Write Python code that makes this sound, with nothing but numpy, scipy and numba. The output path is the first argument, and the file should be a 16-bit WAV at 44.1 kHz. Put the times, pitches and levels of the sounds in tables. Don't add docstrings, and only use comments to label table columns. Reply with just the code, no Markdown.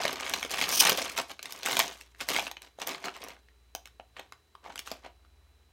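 import sys
import numpy as np
from scipy import signal
from scipy.fft import rfft, irfft
from scipy.io import wavfile
from numba import njit

SR = 44100
rng = np.random.default_rng(int(sys.argv[2]) if len(sys.argv) > 2 else 0)


def wav_out(sig):
    wavfile.write(sys.argv[1], SR, np.round(np.clip(np.atleast_2d(sig).T, -1, 1) * 32767).astype(np.int16))


N = 252328

# (grip reached [s], held [s], crackle level [dB], let-go rate [dB/s])
SQUEEZES = [(0, 0.036, -35, 71), (0.202, .17, -40.5, 124), (.505, 0.21, -37, 82), (.68, 0.12, -40, 298.5),
            (0.812, 0.095, -27.5, 300), (0.986, 0.0053, -32, 111), (1.175, 0.02, -27, 698),
            (1.3, 0.0084, -41.5, 550), (1.433, 0.26, -49, 300), (1.657, 0.14, -34.5, 129),
            (2.209, 0.011, -40.5, 699), (2.292, 0.082, -37, 255), (2.421, 0.069, -48.5, 800),
            (2.62, 0.051, -60, 650.5), (2.813, 0.0048, -40.5, 408), (2.875, 0.035, -37.5, 211),
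            (3.038, 0.03, -40, 350), (3.141, 0.014, -48.5, 301), (3.208, 0.09, -50, 221),
            (4.173, 0.015, -47, 256.5), (4.642, 0.047, -54, 102), (4.862, 0.059, -54.5, 208),
            (5.044, 0.015, -53.5, 502)]
# (time [s], bag boom [dB], sizzle [dB])
GRIP_COLOUR = [(0, -2.5, -17.5), (.6, -5, -6.5), (1.501, -7.5, -10), (2.302, -2.5, -3.5), (3.003, 0.5, -15),
               (4.201, -3.5, -27), (4.698, 5, -20), (4.851, -3.5, -2.5), (5.101, 8.5, -22)]
# (time [s], snap level [dB], panel pitch [Hz], sizzle [dB])
LOUD_SNAPS = [(.0117, -36, 3200, -30), (.0352, -24, 6500, -8), (.052, -8.5, 627, -28),
              (.0793, -16.5, 3330, -16), (.129, -26.5, 400, 0), (.2768, -23, 2540, -20),
              (.2958, -24, 2250, -3), (.3372, -8.5, 3300, -15.5), (.4283, -16, 1900, -16.5),
              (.449, -23.5, 493, -12), (.5381, -20, 2740, -31), (.5833, -18.5, 3170, -18),
              (.604, -24, 4700, -11), (.6135, -8, 2330, -22), (.623, -14.5, 2270, -12),
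              (.6392, -11.5, 3570, -28), (.6906, -22, 3570, 0), (.8512, -13, 2640, -24),
              (.862, -31, 2510, -30), (.8704, -7, 3200, -30), (.895, -12.5, 1060, 3),
              (.919, -15.5, 400, -11), (.9742, -26.5, 3180, 4.5), (1.061, -21.5, 3150, -33.5),
              (1.1863, -18, 1330, -18), (1.3928, -26.5, 2730, -25), (1.4282, -33, 2750, 3.5),
              (1.4565, -24, 2260, -15), (1.5232, -32.5, 2500, 6.5), (1.6318, -23, 3300, -11),
              (1.6606, -14, 2200, -8.5), (1.7285, -17, 3630, -16.5), (1.7682, -10, 2480, -13),
              (1.7919, -10, 910, -3), (1.8, -5.5, 2550, -18), (2.011, -33.5, 2250, -8),
              (2.148, -42.5, 1800, -29), (2.2042, -24, 2410, -24), (2.2875, -16.5, 1930, -3),
              (2.3025, -19, 2000, -20), (2.346, -18, 2430, -22), (2.3565, -29, 2200, -17),
              (2.363, -7.5, 2150, -25.5), (2.3872, -14.5, 840, -36), (2.3945, -13.5, 3080, -22),
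              (2.468, -17.5, 2600, -41), (2.5136, -30, 816, -1), (2.5686, -26.5, 2520, -33),
              (2.6195, -34.5, 2940, -6), (2.7869, -31, 613, -26), (2.817, -18, 2920, -17),
              (2.8726, -31.5, 580, 13), (2.9108, -37, 288, -15), (2.947, -21, 3550, -31),
              (3.056, -28, 620, -5), (3.083, -19, 1360, -32), (3.165, -37.5, 1147, -7),
              (3.239, -36.5, 480, 4), (3.2844, -38.5, 570, 1), (3.486, -45.5, 1840, -34),
              (3.75, -26, 733, 1.5), (3.8563, -32.5, 2690, -12.5), (3.8736, -42.5, 1450, -4),
              (3.9976, -30, 696, -43.5), (4.1663, -35, 1976, -35.5), (4.1954, -33, 669, -9.5),
              (4.3226, -32, 1147, -15.5), (4.5516, -36.5, 1090, -27), (4.6615, -30.5, 794, -38),
              (4.702, -32, 796, -38), (4.7572, -29, 1400, -6.5), (4.778, -25.5, 6100, -22),
              (4.7917, -27.5, 2640, 1.5), (4.8746, -28, 1300, -20), (4.9152, -25, 606, -7.5),
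              (4.917, -38, 229, -26), (5.0485, -39.5, 673, -26), (5.063, -36.5, 704, -33.5),
              (5.249, -52, 1287, -28.5)]
# (frequency [Hz], relative level [dB])
FOIL_MODES = [(172, -18.5), (318, -10.5), (452, -7.5), (709, 1), (1110, 3), (1760, -0.5), (2545, 1),
              (3700, 1), (5550, 2.5), (7550, 2.5), (10800, 1.5), (13600, 4)]
# (start [s], end [s], start level [dB], end level [dB], slip rate [1/s])
SEAL_TEARS = [(0.721, 0.761, -30, -27, 430), (.776, 0.785, -23.5, -27, 1100),
              (0.801, 0.809, -15, -10.5, 2500)]
# (centre [Hz], width [Hz], relative level [dB])
RIP_BANDS = [(3140, 670, -0.5), (5900, 2300, 4.5), (9000, 1900, -2.5), (12330, 12000, 3)]
# (centre [Hz], 60 dB decay [s], level against the direct sound [dB])
ROOM_TAIL = [(300, .25, -22), (1200, .2, -21), (4000, .25, -17), (11000, .18, -17)]
# (frequency [Hz], rms level [dB])
MOTORS = [(58.85, -67), (59.52, -70)]
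# (time [s], rms level [dB])
THROB_LEVEL = [(0, -64), (1.2, -66.5), (1.6, -79.5), (5.1, -70), (5.38, -63), (5.72, -67.5)]
# (centre [Hz], width [Hz], rms level [dB])
DRONES = [(114, 12, -79), (420, 60, -83)]
# (frequency [Hz], relative level per hertz [dB])
HISS_SPECTRUM = [(82, -25.5), (140, -4.5), (297, -4.5), (408, 0), (488, -9), (2630, -11.5), (16000, -23.5)]

CRACKS_PER_S = 1200
SQUEEZE_DB_PER_S = 901
SETTLE_DB = -82
BOOM_BELOW_HZ, SIZZLE_ABOVE_HZ = 3610, 1990
PANEL_DB, PANEL_SHARE = 2, 0.83
CREASE_DB = -5.5
BOOM_DB, BOOM_DB_PER_OCTAVE = -12.5, 2
TEAR_RISE_DB_PER_S, TEAR_FALL_DB_PER_S = 1800.5, 4999.5
WALL_S, WALL_DB = 0.0074, -16.5
IN_STEP_S = .7
THROB_HZ = 77
WHINE_HZ, WHINE_DB = 3970, -79
HISS_DB = -71.5
TOP_HZ = 15900


def crackle():
    when, size, patch = rng.random((int(CRACKS_PER_S * N / SR), 3)).T
    when = when * N / SR
    clumps = level(band(rng.standard_normal(N), 40, 60), 0)
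    size_db = np.minimum(-3.5 * np.log(1 - size), 11)
    size_db = size_db + 2 * clumps[(when * SR).astype(int)]

    grip_s, grip_boom_db, grip_sizzle_db = np.transpose(GRIP_COLOUR)
    boom_db = np.interp(when, grip_s, grip_boom_db)
    sizzle_db = np.interp(when, grip_s, grip_sizzle_db)
    patch_hz = 160 * 2 ** (6.4 * patch)
    crack_db = handling_db(when) + size_db
    return creases(when, crack_db, boom_db, sizzle_db, patch_hz, focus_db=7, smear_cycles=16.0)


def handling_db(t):
    reached, held, db, fall = np.transpose(SQUEEZES)[:, :, None]
    building = SQUEEZE_DB_PER_S * np.maximum(reached - t, 0)
    letting_go = fall * np.maximum(t - reached - held, 0)
    squeeze_power = undb(2 * (db - building - letting_go))
    return 10 * np.log10(np.sum(squeeze_power, axis=0) + undb(2 * SETTLE_DB))


def snaps(count=3):
    s, db, panel_hz, sizzle_db = np.repeat(LOUD_SNAPS, count, axis=0).T
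    late, faint, tune = rng.random((len(s), 3)).T
    follower = np.arange(len(s)) % count > 0
    panel_db = PANEL_DB - (1 - PANEL_SHARE) * (db + 25)
    boom_db = BOOM_DB - BOOM_DB_PER_OCTAVE * np.log2(panel_hz / 1000)
    s = s + follower * (0.011 * late + .001)
    db = db - follower * (11 + 8 * faint)

    start = (s * SR).astype(np.int64)
    ring_hz = panel_hz * 0.95 ** (follower * (tune - .5))
    cycles = 5 * np.minimum(panel_hz / 1000, 1) ** .4
    panel = ring(N, start, ring_hz, cycles, undb(db + panel_db), 1. * SR)
    return panel + creases(s, db + CREASE_DB, boom_db, sizzle_db, panel_hz, focus_db=0.5, smear_cycles=5.0)


def creases(s, db, boom_db, sizzle_db, patch_hz, focus_db, smear_cycles):
    hz, foil_db = np.repeat(FOIL_MODES, 2, axis=0).T
    cycles = np.clip(hz / 192.0, 5, 24)
    boom = np.clip(.4 * np.log2(BOOM_BELOW_HZ / hz), 0, .7)
    sizzle = np.clip(0.35 * np.log2(hz / SIZZLE_ABOVE_HZ), .1, 1)
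    tune, sign, late, loud = rng.random((len(s), len(hz), 4)).transpose(2, 0, 1)
    pitch = np.minimum(hz * 1.471 ** (tune - .5), .4 * SR)

    octaves_off = np.abs(np.log2(pitch / patch_hz[:, None]))
    mode_db = db[:, None] + foil_db + boom * boom_db[:, None] + sizzle * sizzle_db[:, None]
    mode_db = mode_db + 3.0 * (2 * loud - 1) - focus_db * octaves_off
    size = undb(mode_db) * np.sign(sign - .5)
    delay = late * np.minimum(smear_cycles / pitch, .0015)
    start = ((s[:, None] + delay) * SR).astype(np.int64)
    cycles = np.broadcast_to(cycles, pitch.shape)
    rung = ring(N, start.ravel(), pitch.ravel(), cycles.ravel(), size.ravel(), 1. * SR)
    return signal.sosfilt(signal.butter(4, 110, "high", fs=SR, output="sos"), rung)


@njit
def ring(count, start, hz, cycles, size, sr):
    out = np.zeros(count)
    for k in range(len(start)):
        length = int(2 * cycles[k] * sr / hz[k])
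        turn = np.exp(2j * np.pi * hz[k] / sr - np.log(1000.) / length)
        z = size[k] + 0j
        unborn = 1.
        rise = np.exp(-2 * hz[k] / sr)
        for i in range(start[k], min(start[k] + length, count)):
            out[i] += z.imag * (1 - unborn)
            z *= turn
            unborn *= rise
    return out


def rip():
    t = np.arange(N) / SR
    out = 0
    for t0, t1, db0, db1, rate in SEAL_TEARS:
        phase = rate * t + .1 * level(band(rng.standard_normal(N), rate / 4, rate / 2), 0)
        jerks = (np.diff(np.floor(phase), prepend=0) > 0) * (.5 + rng.random(N))
        slips = jerks + 0.082 * rng.standard_normal(N)
        hiss = sum(level(band(band(slips, hz, w), hz, w), db) for hz, w, db in RIP_BANDS)
        before_db = TEAR_RISE_DB_PER_S * np.maximum(t0 - t, 0)
        after_db = TEAR_FALL_DB_PER_S * np.maximum(t - t1, 0)
        tear_db = np.interp(t, (t0, t1), (db0, db1)) - (before_db + after_db)
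        out = out + level(hiss, 0) * undb(tear_db)
    return out


def room(x):
    t = np.arange(SR // 2) / SR
    response = 0
    for hz, t60, db in ROOM_TAIL:
        decay = 1000. ** (-t / t60)
        build = np.minimum(t / .006, 1)
        part = band(rng.standard_normal(len(t)), hz, hz * 1.5) * decay * build
        response = response + undb(db) * part / np.sqrt(np.sum(part ** 2))
    response[0] = 1
    response[int(WALL_S * SR)] += undb(WALL_DB)
    return signal.fftconvolve(x, response)[:N]


def background():
    t = np.arange(N) / SR
    hum = sum(np.sqrt(2) * undb(db) * np.sin(2 * np.pi * hz * (t - IN_STEP_S)) for hz, db in MOTORS)
    throb_db = np.interp(t, *np.transpose(THROB_LEVEL))
    throb = np.sqrt(2) * undb(throb_db) * np.sin(2 * np.pi * THROB_HZ * t)
    drones = sum(level(band(band(rng.standard_normal(N), hz, w), hz, w), db) for hz, w, db in DRONES)
    drift = level(band(rng.standard_normal(N), 7.3, 9.1), 0)
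    whine_hz = WHINE_HZ + 12 * drift
    whine = np.sqrt(2) * undb(WHINE_DB) * np.sin(2 * np.pi * np.cumsum(whine_hz) / SR)
    hiss = level(coloured(HISS_SPECTRUM, count=N), HISS_DB)
    return hum + throb + drones + whine + hiss


def coloured(points, count):
    hz, db = np.transpose(points)
    f = np.maximum(np.fft.rfftfreq(count, 1 / SR), 1)
    gain = undb(np.interp(np.log(f), np.log(hz), db))
    return irfft(rfft(rng.standard_normal(count)) * gain, count)


def band(x, hz, width):
    return signal.lfilter(*signal.iirpeak(hz, hz / width, fs=SR), x)


def level(x, db):
    return x * undb(db) / np.sqrt(np.mean(x ** 2))


def undb(db):
    return 10 ** (np.asarray(db) / 20)


def scene():
    bag = crackle() + snaps() + rip()
    return (room(bag) + background())[None]


def record(dry):
    cut = signal.ellip(10, .1, 50, TOP_HZ, fs=SR, output="sos")
    return signal.sosfilt(cut, signal.sosfilt(cut, dry))


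dry = scene()
out = record(dry)
wav_out(out)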